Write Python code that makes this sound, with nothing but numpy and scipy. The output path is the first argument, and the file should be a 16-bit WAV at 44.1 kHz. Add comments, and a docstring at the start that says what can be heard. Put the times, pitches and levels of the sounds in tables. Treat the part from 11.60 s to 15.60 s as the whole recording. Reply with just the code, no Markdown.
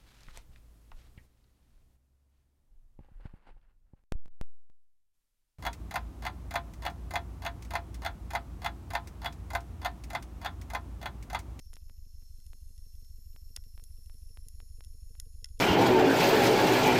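"""A plastic housing cracks and ticks under rising water pressure inside a steel test chamber.
The microphone listens in mono from outside, so each short tear comes through the ringing wall.
Behind the cracks, water hisses through a throttle in the wall's resonances over a low rumble,
and a slow piston pump throbs and knocks its valves. A few dry electrical clicks sit on the line."""
import sys
import numpy as np
from scipy import signal
from scipy.fft import rfft, irfft, next_fast_len
from scipy.io import wavfile
from scipy.ndimage import map_coordinates

SR = 44100
rng = np.random.default_rng(int(sys.argv[2]) if len(sys.argv) > 2 else 0)


def file_out(sig):
    """Save sig as 16-bit WAV at sys.argv[1]."""
    # one column per channel
    cols = np.atleast_2d(sig).T
    # limit, then scale
    lim = np.clip(cols, -1, 1)
    pcm = np.round(lim * 32767).astype(np.int16)
    wavfile.write(sys.argv[1], SR, pcm)


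N = 176400

# wall resonances that the flow excites: pitch_hz, width_hz, gain_db
HISS_RESONANCES = [(1440, 93, -27), (1953, 110, -22.5), (2730, 224, -24), (3480, 400, -21.5),
                   (4234, 191, -8.5), (5060, 330, -10.5), (5405, 290, -1.5), (6090, 100, -10.5),
                   (6340, 160, -9.5), (6760, 350, -9), (7270, 240, -9), (8340, 600, -17),
                   (9540, 390, -13.5), (10140, 330, -7), (10590, 290, -6.5), (11100, 550, -12),
                   (11490, 270, -7.5), (11920, 250, -7.5), (12240, 180, -3), (12200, 230, -14.5),
                   (12920, 280, -10), (13800, 250, -23), (14100, 130, -14), (14300, 200, -14.5),
                   (15100, 150, -15.5)]
# the hiss as heard outside the wall: time_s, level_db
HISS_LEVEL = [(0, -69.5), (.4, -70), (.7, -68), (1.8, -68), (2.6, -67), (4, -70.5)]
# spectrum of the rumble under it: frequency_hz, gain_db
RUMBLE_COLOUR = [(15, -17), (40, 2.5), (70, 2), (110, -12.5), (160, -20.5), (300, -29), (600, -39.5),
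                 (1200, -48), (3000, -66)]
# bands that come and go in the hiss: start_s, end_s, pitch_hz, width_hz, level_db
SINGING_BANDS = [(0, 0.17, 5480, 30, -75.5), (0, 0.058, 6290, 40, -74), (1.2, 1.92, 12000, 553, -77),
                 (.5, 1.61, 6430, 238, -80), (.6, 2.6, 8190, 293, -84.5), (1.15, 3.55, 5454, 120, -74.5),
                 (2.15, 4, 10150, 453, -73), (2.9, 4, 6770, 301, -76.5), (3.1, 4, 8830, 110, -85),
                 (3.0, 4, 9250, 248, -82)]
# thumps in each pump turn: offset_s, relative_db, pitch_hz, half_length_s, growth_db_per_s
SUCTION_THUMPS = [(0, -37.5, 61, 0.011, 0.66), (0.055, -45.5, 30.5, .007, 1),
                  (0.116, -44.5, 48.4, 0.0098, 2)]
DELIVERY_THUMPS = [(0.0369, -36.5, 31, 0.0061, .2), (.079, -43, 60.3, 0.0058, 1.4),
                   (-.0075, -54.5, 70, 0.0029, 0.44)]
# valve knocks in each turn: offset_s, level_db, pitch_hz, rise_s, t60_s, growth_db_per_s
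VALVE_KNOCKS = [(-0.015, -62.5, 221, 0.0063, 0.063, 2.5), (.068, -57, 235.1, 0.0079, 0.085, -0.05),
                (.066, -63.5, 454.6, 0.0052, 0.077, 3), (.066, -66.5, 370, 0.0038, 0.045, 0),
                (.065, -81, 460, 0.0027, 0.022, -10.5), (-0.0002, -82.5, 455, 0.0039, .12, 4.5)]
# squirts as the valves open in each turn: offset_s, level_db, half_length_s
VALVE_SQUIRTS = [(-.021, -81, .003), (-.01, -77.5, 0.002), (.064, -79, .005)]
# spectrum of the squirts: frequency_hz, gain_db
SQUIRT_COLOUR = [(400, 1), (1000, -15), (1450, -4), (1800, -12), (2300, -11), (2700, 7), (3100, -4),
                 (3600, 0), (5000, -16)]
# cracks of the housing: start_s, level_db, tilt_db_per_octave, main_resonance_db
CRACKS = [(0.1324, -57, 2, -11), (0.1379, -49.5, 0, -4), (0.156, -52, -2, -5), (.1735, -64, -1, -2),
          (0.785, -69, 0, -3), (.8012, -60, -1, -1), (.8652, -53.5, 2.5, -2), (1.1785, -57, 2.5, -3),
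          (1.1836, -65.5, -4.5, -3), (1.3523, -60, -1, 1), (1.4472, -61, -1.5, -5),
          (1.963, -32.5, -1.5, -2.5), (2.0385, -59, -2.5, -6), (2.2385, -48, 5, -16), (2.46, -60, 0, -9),
          (2.543, -64, -2, -1), (2.8848, -44.5, 8, -10), (3.239, -57, -2, -14), (3.2469, -51, 1, -1),
          (3.5994, -36.5, 2, -3.5), (3.8439, -33.5, -2.5, 4.5), (3.8566, -50.5, -4.5, 4),
          (3.888, -60, -3.5, 2), (3.993, -47.5, 1, -5)]
# resonances that a crack excites: pitch_hz, width_hz, gain_db
CRACK_RESONANCES = [(1457, 71, -14), (1995, 147, -11), (2744, 226, -10.5), (3440, 530, -8.5),
                    (4090, 240, -10), (4570, 280, -8.5), (5398, 380, 3.5), (6340, 120, -4), (6840, 260, -3),
                    (7330, 330, -7), (8530, 350, -8), (9080, 140, -6), (9670, 150, -4), (10130, 380, -1),
                    (10480, 250, -3), (11160, 550, -14), (11700, 260, -18), (12240, 150, -8),
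                    (12900, 310, -17), (13900, 250, -12.5), (14400, 220, -16)]
# the chamber's longer ring: pitch_hz, gain_db, t60_s
CHAMBER_RING = [(1464, -34.5, 0.098), (1920, -33, .06), (2030, -32, .04), (3330, -37.5, 0.1),
                (5160, -27.5, 0.068)]
# electrical clicks on the line: time_s, peak_db
LINE_CLICKS = [(.133, -42.5), (0.168, -41.5), (0.2978, -46.5), (.623, -60.5), (0.933, -43), (1.7629, -44),
               (1.973, -40.5), (2.1781, -44), (2.198, -48.5), (2.3063, -63), (2.4979, -47.5), (2.7732, -40),
               (3.003, -41), (3.2077, -40.5), (3.5529, -49)]


def amp(db):
    return 10 ** (np.asarray(db) / 20)


def unit_rms(x):
    return x / np.sqrt(np.mean(x ** 2) + 1e-20)


def fade(t, t60):
    """Holds at 1 until t = 0, then falls 60 dB every t60 seconds."""
    return np.exp(-np.log(1000) * np.maximum(t, 0) / t60)


def add(out, start_s, x):
    """Mix x into out from start_s."""
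    i = int(round(start_s * SR))
    a, b = max(i, 0), min(i + len(x), N)
    if b > a:
        out[a:b] += x[a - i:b - i]


def filtered(x, response):
    """Pass x through a response given as a function of frequency."""
    size = next_fast_len(len(x) + 8192)
    return irfft(rfft(x, size) * response(np.fft.rfftfreq(size, 1 / SR)), size)[:len(x)]


def noise(colour):
    """Noise of rms 1, its spectrum drawn through (Hz, dB) points."""
    hz, db = np.transpose(colour)
    white = rng.standard_normal(N)
    return unit_rms(filtered(white, lambda f: amp(np.interp(np.log(f + 1), np.log(hz + 1), db))))


def peaks(f, resonances):
    """Gain of a set of resonances with steep skirts."""
    power = sum(amp(2 * db) / (1 + ((f - hz) / (0.92 * width)) ** 2) ** 3 for hz, width, db in resonances)
    return np.sqrt(power)


def noise_band(hz, width, db=0):
    """White noise through one resonance."""
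    gain = peaks(np.fft.rfftfreq(N, 1 / SR), [(hz, width, db)])
    return irfft(rfft(rng.standard_normal(N)) * gain, N)


def wobble(knots_per_s):
    """A smooth random curve."""
    positions = np.linspace(0, knots_per_s * N / SR, 200)
    curve = map_coordinates(rng.standard_normal(64), [positions], mode="mirror")
    return np.interp(np.arange(N), np.linspace(0, N, len(curve)), curve)


def minimum_phase(gain):
    """A response with this gain that rings only after it is struck."""
    cepstrum = irfft(np.log(np.maximum(gain, 1e-6)))
    half = len(cepstrum) // 2
    cepstrum[1:half] *= 2
    cepstrum[half + 1:] = 0
    return np.exp(rfft(cepstrum))


def throttle_flow(wander_db=1.57, rumble_db=-66, singing_fade_s=0.094):
    """Throttled water hisses in the wall's resonances, each drifting in level, over a low rumble."""
    t = np.arange(N) / SR
    floor = amp(-27.5) * rng.standard_normal(N)
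    bands = sum(noise_band(*row) * amp(wander_db * wobble(knots_per_s=3)) for row in HISS_RESONANCES)
    hiss_db = np.interp(t, *np.transpose(HISS_LEVEL))
    out = amp(hiss_db) * unit_rms(floor + bands) + amp(rumble_db) * noise(RUMBLE_COLOUR)
    for start, end, hz, width, db in SINGING_BANDS:
        gate = np.clip(np.minimum(t - start, end - t) / singing_fade_s + 0.5, 0, 1)
        out += amp(db) * gate * unit_rms(noise_band(hz, width))
    return out


def piston_pump(first_turn_s=0.0699, turn_s=0.15981, pistons=3, ripple_db=-46.5, ripple_lag_s=0.0022):
    """Every turn brings one swell per piston, soft thumps, valve knocks and squirts."""
    count = np.arange(-1, N // SR * 7)
    turn_starts = first_turn_s + turn_s * count + 1.285e-5 * count ** 2  # the load slows it slightly
    shaft_angle = 2 * np.pi * np.interp(np.arange(N) / SR - ripple_lag_s, turn_starts, count)
    out = -amp(ripple_db) * np.cos(pistons * shaft_angle)
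    squirt_envelope = np.zeros(N)
    t = np.arange(SR // 10) / SR
    middle = t.mean()
    centred = t - middle
    for turn in turn_starts:
        past_halfway_s = turn - N / SR / 2
        for weight, thumps in ((-0.72, SUCTION_THUMPS), (0.85, DELIVERY_THUMPS)):
            for offset, db, hz, half, growth in thumps:
                thump = np.cos(2 * np.pi * hz * centred) * np.exp(-(centred / half) ** 2)
                add(out, turn + offset - middle, weight * amp(db + growth * past_halfway_s) * thump)
        for offset, db, hz, rise, t60, growth in VALVE_KNOCKS:
            attack = 1 - np.exp(-(t / rise) ** 2)
            knock = np.sin(2 * np.pi * hz * t) * attack * fade(t, t60)
            add(out, turn + offset, amp(db + growth * past_halfway_s + rng.normal()) * knock)
        for offset, db, half in VALVE_SQUIRTS:
            opening = np.exp(-(centred / half) ** 2)
            add(squirt_envelope, turn + offset - middle, amp(db + rng.normal()) * opening)
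    return out + squirt_envelope * noise(SQUIRT_COLOUR)


def tear(envelope, passes=8):
    """Tearing plastic: a random burst, evened out to excite all frequencies alike."""
    burst = envelope * rng.standard_normal(len(envelope))
    for _ in range(passes):
        flat = irfft(np.exp(1j * np.angle(rfft(burst))), len(burst))
        burst = envelope * np.cos(np.angle(signal.hilbert(flat)))
    return burst


def housing_cracks(slip_s=0.0017, main_hz=5260, main_width_hz=250, size=4096):
    """Each crack is a very short tear heard through the wall's resonances; the chamber rings faintly."""
    out = np.zeros(N)
    t, f = np.arange(size) / SR, np.fft.rfftfreq(size, 1 / SR)
    snap = amp(4) * fade(t, t60=0.003)  # the first break is the hardest
    slip = fade(t - slip_s, t60=0.0023)
    water_scatter = amp(-13.5) * fade(t, t60=0.016)
    wall = peaks(f, CRACK_RESONANCES) + amp(-32) * f / (f + 1500)
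    main_resonance = np.exp(-((f - main_hz) / main_width_hz) ** 2)
    for start, db, tilt, main_db in CRACKS:
        colour = wall * amp(tilt * np.log2((f + 300) / 6000) + main_db * main_resonance)
        burst = irfft(rfft(tear(snap + slip + water_scatter)) * minimum_phase(colour))
        burst /= np.sqrt(np.sum(burst ** 2) / (slip_s * SR))  # same energy as rms 1 over the slip
        ring = np.zeros(size)
        for hz, ring_db, t60 in CHAMBER_RING:
            gain = amp(ring_db + tilt * np.log2(hz / 6000) + rng.normal())
            ring += gain * fade(t, t60) * np.sin(2 * np.pi * hz * t)
        add(out, start, amp(db) * (burst + ring))
    return out


def line_clicks(width_s=0.00016):
    """Tiny square electrical pulses on the microphone line; they ring nothing."""
    out = np.zeros(N)
    pulse = np.clip(width_s * SR - np.arange(SR // 1000), 0, 1)
    for time_s, db in LINE_CLICKS:
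        add(out, time_s - width_s / 2, amp(db) * pulse)
    return out


def scene():
    """One channel from outside the chamber wall."""
    return (housing_cracks() + line_clicks() + piston_pump() + throttle_flow())[None]


def record(dry):
    """The microphone chain passes no steady pressure and cuts off steeply at the top."""
    top_hz = 15000
    return np.array([filtered(x - x.mean(), lambda f: 1 / np.sqrt(1 + (f / top_hz) ** 200)) for x in dry])


dry = scene()
out = record(dry)
file_out(out)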